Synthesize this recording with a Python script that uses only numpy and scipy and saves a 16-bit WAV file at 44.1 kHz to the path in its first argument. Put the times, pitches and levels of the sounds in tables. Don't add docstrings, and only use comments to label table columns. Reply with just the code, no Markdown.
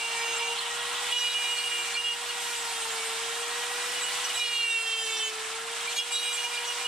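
import sys
import numpy as np
from scipy import signal
from scipy.fft import rfft, irfft, next_fast_len
from scipy.io import wavfile
from scipy.ndimage import uniform_filter1d

SR = 44100
rng = np.random.default_rng(int(sys.argv[2]) if len(sys.argv) > 2 else 0)


def wav_out(sig):
    wavfile.write(sys.argv[1], SR, np.round(np.clip(np.atleast_2d(sig).T, -1, 1) * 32767).astype(np.int16))


N = 302967
STEP = 40
TIMES = np.arange(N // STEP + 2) * STEP / SR

# (time [s], low range [dB], middle range [dB], high range [dB])
AIR_LEVELS = [(0.0, -42.5, -38.5, -38.5), (.3, -39, -34, -37), (.55, -40, -35.5, -38.5),
              (.76, -42, -38.5, -41), (1.09, -38.5, -35, -36.5), (1.14, -40.5, -34, -34.5),
              (1.3, -38, -33.5, -35), (1.9, -40, -35.5, -37), (2.3, -41, -37.5, -39.5),
              (2.7, -41.5, -38.5, -39.5), (3.0, -39, -37.5, -39), (3.4, -40, -38, -39.5),
              (3.85, -38, -35.5, -37.5), (4.36, -38, -33.5, -35), (4.45, -40, -35.5, -37.5),
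              (4.9, -41, -39.5, -39.5), (5.2, -41, -37.5, -38), (5.42, -42, -39, -40.5),
              (5.62, -42.5, -41.5, -43.5), (5.93, -41.5, -36.5, -37.5), (6.4, -40.5, -36.5, -38.5),
              (6.87, -41, -37.5, -39)]


def amp(db):
    return 10 ** (np.asarray(db) / 20)


def in_time(rows):
    times, *columns = np.transpose(rows)
    return [np.interp(TIMES, times, column) for column in columns]


def at_hz(points, hz):
    known_hz, values = np.transpose(points)
    return np.interp(np.log(hz), np.log(known_hz), values)


def per_sample(control):
    return np.interp(np.arange(N) / STEP, np.arange(len(TIMES)), control)


def drift(rate):
    r = np.exp(-2 * np.pi * STEP * rate / SR)
    slow = signal.lfilter([1], [1, -2 * r, r * r], rng.standard_normal(len(TIMES) + 2000))[2000:]
    return slow / np.sqrt(np.mean(slow ** 2))


def swell(middle, length):
    return np.exp(-(2 * (TIMES - middle) / length) ** 4)


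def casing_db(hz):
    # (frequency [Hz], width [Hz], boost [dB])
    resonances = [(770, 90, 8), (1060, 90, 4), (1360, 110, 5), (1670, 100, 4), (2090, 90, 3),
                  (2900, 900, 3), (8100, 450, 4), (9650, 400, 3)]
    return sum(db / (1 + (2 * (hz - centre) / width) ** 2) for centre, width, db in resonances)


def air_spectra(hz, size):
    # (frequency [Hz], relative level [dB])
    colour = [(25, -39.5), (80, -32), (130, -34.5), (400, -26.5), (540, -27), (640, -22), (1000, -16),
              (3300, -14), (4800, -7.5), (6400, -8), (8000, -6.5), (9900, -11.5), (10500, -21),
              (11300, -19), (13000, -25), (13300, -28), (14800, -33)]
    # (frequency [Hz], likeness [0 to 1])
    likeness = [(60, 0.98), (130, 0.85), (290, 0.89), (630, 0.7), (1380, 0.4), (3010, 0.84), (6590, 0.17),
                (14400, 0.055)]
    # (frequency [Hz], left minus right [dB])
    balance = [(60, 1), (130, -0.5), (290, -0.5), (630, -2), (1380, -2.5), (3010, 0), (6590, -1),
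               (14400, 1)]
    shared, apart = rfft(rng.standard_normal((2, size))) * amp(at_hz(colour, hz) + casing_db(hz))
    alike = at_hz(likeness, hz)
    shared, apart = np.sqrt(1 + alike) * shared, np.sqrt(1 - alike) * apart
    lean = amp(at_hz(balance, hz) / 2)
    return np.array([(shared + apart) * lean, (shared - apart) / lean])


def air_rush(flicker_db=1.37, top_share=0.63):
    # (time [s], level [dB])
    rumble = [(0.0, -63.5), (2.5, -67.5), (4.0, -66), (6.87, -72)]
    # (time [s], boost [dB])
    body = [(1.1, 3.5), (1.3, 0.5), (6.87, 1)]
    body_db, = in_time(body)
    _, _, top_db = strokes()
    size = next_fast_len(N)
    hz = np.maximum(np.fft.rfftfreq(size, 1 / SR), 1)
    spectra = air_spectra(hz, size)
    band_position = np.clip(2 * np.log2(hz / 200), 0, 12)
    ranges, split_hz = np.zeros((4, 2, N)), (220, 2100, 4300)
    common_flicker = 0.13 * drift(20)
    for k in range(13):
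        band = irfft(spectra * np.maximum(1 - np.abs(band_position - k), 0), size)[:, :N]
        band_db = flicker_db * (common_flicker + drift(22.4))
        band_db += top_share * top_db * (k == 12) + body_db * (k in (3, 4, 5, 8))
        ranges[np.searchsorted(split_hz, 200 * 2 ** (k / 2))] += band * per_sample(amp(band_db))
    rumble_db = in_time(rumble)[0] + 0.41 * drift(17)
    rasp_db = [db - share * singing_db() for db, share in zip(in_time(AIR_LEVELS), (0.03, 0.12, 0.09))]
    return sum(per_sample(amp(db)) * noise / np.std(noise.mean(0))
               for db, noise in zip([rumble_db, *rasp_db], ranges))


def wood_hum():
    # (middle [s], length [s], pitch [Hz], level [dB])
    hums = [(0.31, 0.056, 343, -56.5), (1.785, 0.15, 356, -55), (5.198, 0.33, 357, -56.5)]
    t = np.arange(N) / SR
    return sum(np.sqrt(2) * amp(db) * per_sample(swell(middle, length)) * np.sin(2 * np.pi * hz * t)
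               for middle, length, hz, db in hums)


def shaft_hz():
    # (time [s], turns per second [Hz])
    speed = [(0.0, 464), (0.2, 464.7), (0.47, 467.6), (0.6, 469.8), (0.99, 481.3), (1.13, 483.3),
             (1.4, 481), (1.87, 472.5), (2.14, 474.2), (2.36, 479.2), (2.52, 474.4), (2.82, 457.4),
             (3.01, 451.6), (3.15, 456), (3.42, 471), (3.66, 479.8), (3.95, 485.9), (4.26, 487.3),
             (4.4, 483), (4.76, 456.9), (5.08, 447.6), (5.29, 438), (5.46, 443.3), (5.72, 463.4),
             (5.93, 474.3), (6.18, 479.6), (6.47, 478.1), (6.87, 481)]
    return in_time(speed)[0]


def shaft_tone(multiple, gain, lean_db, waver_db, flutter_rad, roam_rad=0.35):
    hz = multiple * shaft_hz()
    peak = np.sqrt(2) * gain * amp(waver_db * drift(20))
    phase = 2 * np.pi * np.cumsum(hz) * STEP / SR
    phase += flutter_rad * drift(20) + rng.uniform(0, 2 * np.pi)
    phase_gap = 0.29 + np.minimum(hz / 6500, 1) ** 2 * (1 + roam_rad * drift(3))
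    return np.array([per_sample(peak * amp(side * lean_db)) * np.sin(per_sample(phase - side * phase_gap))
                     for side in (0.5, -0.5)])


def flare_up(multiple, gain):
    # (middle [s], length [s], multiple of the turning rate, level [dB])
    flares = [(0.194, .08, 14, -44), (0.301, 0.12, 14, -39), (0.47, .1, 14, -40), (0.21, 0.077, 11, -43),
              (.375, .025, 16, -36), (.4, 0.039, 11, -43), (.31, .1, 11, -47), (0.592, 0.012, 9, -33),
              (1.248, 0.19, 10, -42.5), (1.2, 0.15, 15, -42), (1.195, .05, 12, -37), (1.42, .06, 17, -38),
              (1.5, .04, 17, -41), (1.6, 0.038, 17, -36), (4.47, .1, 11, -43), (4.777, .25, 16, -41),
              (4.797, 0.087, 21, -43), (1.212, 0.1, 13, -41), (1.53, 0.12, 16, -38), (1.725, .045, 16, -39),
              (1.813, 0.1, 16, -40), (2.055, 0.027, 16, -39), (2.303, .045, 9, -41.5), (2.586, .1, 17, -43),
              (2.775, 0.18, 20, -46), (2.83, 0.041, 18, -37), (3.066, 0.039, 18, -36.5),
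              (3.895, 0.22, 11, -45.5), (1.949, 0.015, 9, -31), (1.967, 0.011, 3, -35.5),
              (1.588, 0.055, 9, -38.5), (2.933, 0.048, 16, -40), (4.038, 0.04, 16, -32.5),
              (4.04, 0.034, 15, -38), (4.25, 0.02, 12, -33), (4.392, .03, 11, -35), (4.368, 0.041, 16, -31),
              (4.467, .07, 9, -36), (4.603, 0.14, 9, -37.5), (4.804, 0.16, 9, -43),
              (4.708, 0.14, 18, -37.5), (4.83, 0.044, 18, -39), (4.932, 0.61, 11, -45),
              (4.986, 0.16, 16, -44), (5.025, .25, 18, -44), (5.04, .08, 22, -45), (5.045, .07, 17, -48),
              (5.055, .06, 13, -44), (5.222, 0.055, 18, -40), (5.257, .07, 15, -37.5),
              (5.196, 0.067, 13, -39), (5.902, 0.048, 9, -40), (5.98, 0.031, 14, -34),
              (5.975, 0.023, 9, -33), (6.0, .02, 11, -32), (6.185, 0.05, 9, -36), (6.195, .1, 12, -42),
              (6.205, .035, 20, -41), (6.443, 0.021, 13, -38), (6.15, .09, 10, -46), (6.15, .07, 13, -47),
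              (6.28, .15, 10, -46), (6.67, .04, 13, -46), (6.77, .07, 10, -49), (6.39, .05, 13, -45),
              (6.43, .03, 12, -42), (6.55, .08, 10, -46), (6.696, .07, 12, -45), (6.147, 0.056, 16, -28),
              (6.266, 0.084, 17, -38), (6.347, 0.043, 16, -32.5)]
    for middle, length, k, db in flares:
        if round(k) == multiple:
            gain = np.maximum(gain, amp(db) * swell(middle, length))
    return gain


def fan_whistle(multiple=27, vent_hz=13050, width_hz=1200):
    high_rush_db = in_time(AIR_LEVELS)[-1]
    off_resonance = 2 * (multiple * shaft_hz() - vent_hz) / width_hz
    gain = amp(high_rush_db - 21) / (1 + off_resonance ** 2)
    return shaft_tone(multiple, gain, lean_db=3, waver_db=2, flutter_rad=0.2, roam_rad=0.2)


def motor_hum(third_db=-52):
    # (time [s], hum [dB], 2nd multiple [dB], 4th multiple [dB])
    motor_levels = [(0.0, -51.5, -48, -67), (.2, -44, -41, -44), (0.52, -38.5, -40.5, -65),
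                    (0.58, -48, -51, -46.5), (1.07, -45.5, -48.5, -47), (1.3, -48, -46.5, -50),
                    (1.9, -48, -52, -51), (2.79, -48, -47.5, -48), (3.08, -43.5, -52, -50.5),
                    (3.81, -44, -49.5, -43.5), (4.59, -50.5, -51.5, -49), (5.07, -44, -57.5, -45.5),
                    (5.37, -45, -53, -51), (5.9, -47.5, -51.5, -73), (6.87, -47, -46, -50)]
    hum, second, fourth = in_time([(time, *amp(levels_db)) for time, *levels_db in motor_levels])
    sound = shaft_tone(1, hum, lean_db=1.5, waver_db=1.13, flutter_rad=0.011)
    for k, gain in ((2, second), (3, flare_up(3, amp(third_db))), (4, fourth)):
        sound += shaft_tone(k, gain, lean_db=-1.6 + 1.3 * drift(2.2), waver_db=3.5, flutter_rad=0.5)
    return sound


def strokes():
    # (start [s], end [s], touch between bites [dB], chatter boost [dB], treble boost [dB])
    contacts = [(0.0, 0.548, -58, -4, 0), (1.107, 1.348, -41, 1.5, 0), (1.36, 1.89, -47, -1, 2),
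                (1.943, 2.18, -57, -2.5, -0.5), (2.397, 3.18, -51, -0.5, 5), (3.2, 3.95, -52, -3.5, 2),
                (3.952, 4.375, -52, -1, 2.5), (4.35, 4.798, -44, 1, 2.5), (4.794, 5.305, -45, 1, 3),
                (5.962, 6.008, -38, 10, 0), (6.11, 6.466, -45.5, 0, 5), (6.468, 6.9, -57, -3.5, 0)]
    levels_db = np.outer([-57, -9, 0], np.ones(len(TIMES)))
    for start, end, *stroke_db in contacts:
        levels_db[:, (TIMES >= start) & (TIMES < end)] = np.c_[stroke_db]
    return uniform_filter1d(levels_db, size=15)


def burr_chatter(gains, bite_share=0.23, wander_db=2.6):
    chatter_levels = [-51, -54, -55, -55.5, -55.5, -58, -57.5, -54.5, -56.5, -57.5, -60, -58, -60.5, -65,
                      -67, -69, -70, -71, -72]
    touch_db, boost_db, top_db = strokes()
    bite_rise = sum(gains.values()) / len(gains) / amp(touch_db)
    strength = amp(boost_db) * bite_rise ** bite_share
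    sound = np.zeros((2, N))
    for k, base_db in enumerate(chatter_levels, 9):
        level_db = base_db + casing_db(k * shaft_hz()) + top_db * min((k - 9) / 12, 1)
        gain = flare_up(k, strength * amp(level_db + wander_db * drift(9)))
        sound += shaft_tone(k, gain, lean_db=-1.6 + 1.3 * drift(2.2), waver_db=1.9, flutter_rad=0.25)
    return sound


def bite_power(ring_s=0.0098, fall_db=19):
    # (middle [s], length [s], level [dB], leading multiple of the turning rate)
    bites = [(0.038, 0.073, -32.5, 6), (.158, .045, -39, 5.6), (.05, 0.13, -42, 5),
             (0.124, 0.028, -30, 5.8), (0.198, 0.079, -33.5, 5), (0.258, 0.046, -31, 6),
             (0.292, .04, -36, 5), (0.397, .07, -40, 5), (0.34, 0.075, -29.5, 5.8),
             (0.407, 0.013, -27.5, 5.8), (0.438, 0.059, -22, 5.45), (0.48, 0.022, -30, 5.9),
             (0.52, 0.011, -28.5, 6), (1.13, 0.016, -16, 6.3), (1.17, 0.025, -20.5, 6.2),
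             (1.22, 0.04, -37, 8), (1.25, 0.097, -19.5, 5.8), (1.308, 0.022, -32.5, 8),
             (1.359, 0.031, -18, 5.8), (1.433, 0.14, -22, 5.5), (1.445, .05, -37, 8),
             (1.528, 0.071, -28.5, 6), (1.58, 0.12, -38.5, 5), (1.596, 0.027, -24.5, 6),
             (1.658, 0.042, -26.5, 6), (1.764, 0.13, -23.5, 5.7), (1.863, 0.05, -28, 5.5),
             (1.959, 0.02, -30.5, 5), (1.983, 0.027, -24.5, 6), (2.069, 0.07, -20.5, 6.2),
             (2.12, 0.04, -31, 6), (2.297, 0.019, -34.5, 6), (3.014, 0.085, -41, 5), (3.964, .02, -35.5, 6),
             (4.02, .03, -40, 5), (4.022, 0.014, -39, 8), (4.045, 0.023, -30, 6), (4.072, 0.025, -35, 6),
             (4.167, .03, -35, 6.5), (4.256, 0.015, -25.5, 6.2), (4.305, 0.013, -30, 6),
             (4.352, .02, -33, 8), (4.377, 0.01, -25, 6), (4.409, 0.032, -23, 5.4), (4.403, 0.018, -27, 8),
             (4.442, 0.077, -27, 6), (4.446, 0.063, -36, 7), (4.49, 0.16, -37, 5), (4.562, 0.16, -43, 8),
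             (4.578, .1, -40, 7), (4.722, .045, -33.5, 8), (4.643, 0.29, -24, 6), (4.632, 0.057, -30.5, 5),
             (4.81, 0.12, -24.5, 6.3), (4.918, 0.12, -21, 6.5), (5, 0.18, -28, 7.2), (5.1, 0.11, -36, 6),
             (5.167, 0.13, -38, 8), (5.226, 0.16, -40, 6), (5.145, 0.064, -27, 7.3),
             (5.227, 0.073, -25, 7.2), (5.88, 0.0098, -30, 5.1), (5.993, 0.02, -14.5, 6.5),
             (6.12, 0.023, -36, 5.3), (6.163, 0.068, -24, 7.9), (6.27, 0.15, -46, 7), (6.64, .14, -52, 7),
             (6.273, 0.062, -36, 5), (6.37, 0.017, -33, 5), (6.177, 0.02, -30, 6), (6.131, 0.024, -34.5, 6),
             (6.235, 0.017, -28.5, 6), (6.29, 0.054, -30, 6.1), (6.267, 0.13, -35, 8),
             (6.393, 0.029, -27, 5.9), (6.447, 0.023, -23.5, 5.6), (6.56, 0.1, -31, 5.2),
             (6.536, 0.04, -42, 6), (6.582, 0.021, -33, 6), (6.65, 0.055, -44, 6), (6.696, 0.033, -33, 6),
             (6.798, 0.05, -33.5, 5.5), (6.86, 0.023, -27, 6)]
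    power = dict.fromkeys(range(5, 9), 1e-12)
    decay = np.exp(-STEP / (ring_s * SR))
    for middle, length, level_db, lead in bites:
        shape = swell(middle, length) ** 2
        shape = np.maximum(shape, signal.lfilter([1 - decay], [1, -decay], shape))
        for k in power:
            power[k] += shape * amp(level_db - fall_db * abs(k - lead)) ** 2
    return power


def singing_db(threshold_db=-42):
    power = uniform_filter1d(sum(bite_power().values()), size=60)
    return np.maximum(10 * np.log10(power + 1e-12) - threshold_db, 0)


def bite_gains(stutter_db=1.3):
    touch_db, _, _ = strokes()
    power = {k: bite + amp(touch_db + 2.5 * drift(12)) ** 2 for k, bite in bite_power().items()}
    common_stutter = amp(stutter_db * drift(60))
    return {k: common_stutter * amp(stutter_db * drift(30)) * np.sqrt(power[k]) for k in power}


def burr_song(gains):
    sound = np.zeros((2, N))
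    for k, gain in gains.items():
        waver_db = 0.8 + 4 / (1 + (gain / amp(-49)) ** 2)
        sound += shaft_tone(k, gain, lean_db=-2.8, waver_db=waver_db, flutter_rad=0.12)
    return sound


def gain_control(sound, threshold_db=-32.5, share=0.46, attack_s=0.004, release_db_per_s=21):
    level_db = 10 * np.log10(uniform_filter1d(np.mean(sound ** 2, axis=0), size=441) + 1e-12)
    cut_db = share * np.maximum(level_db - threshold_db, 0)
    release_db = release_db_per_s * np.arange(N) / SR
    held_db = np.maximum.accumulate(cut_db + release_db) - release_db
    r = np.exp(-1 / (attack_s * SR))
    return sound * amp(-signal.lfilter([1 - r], [1, -r], held_db))


def scene():
    gains = bite_gains()
    grinder = motor_hum() + burr_chatter(gains) + burr_song(gains) + fan_whistle()
    return grinder + air_rush() + wood_hum()


def record(dry):
    low_pass = signal.cheby2(20, 60, 15000, fs=SR, output="sos")
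    return signal.sosfilt(low_pass, gain_control(dry))


dry = scene()
out = record(dry)
wav_out(out)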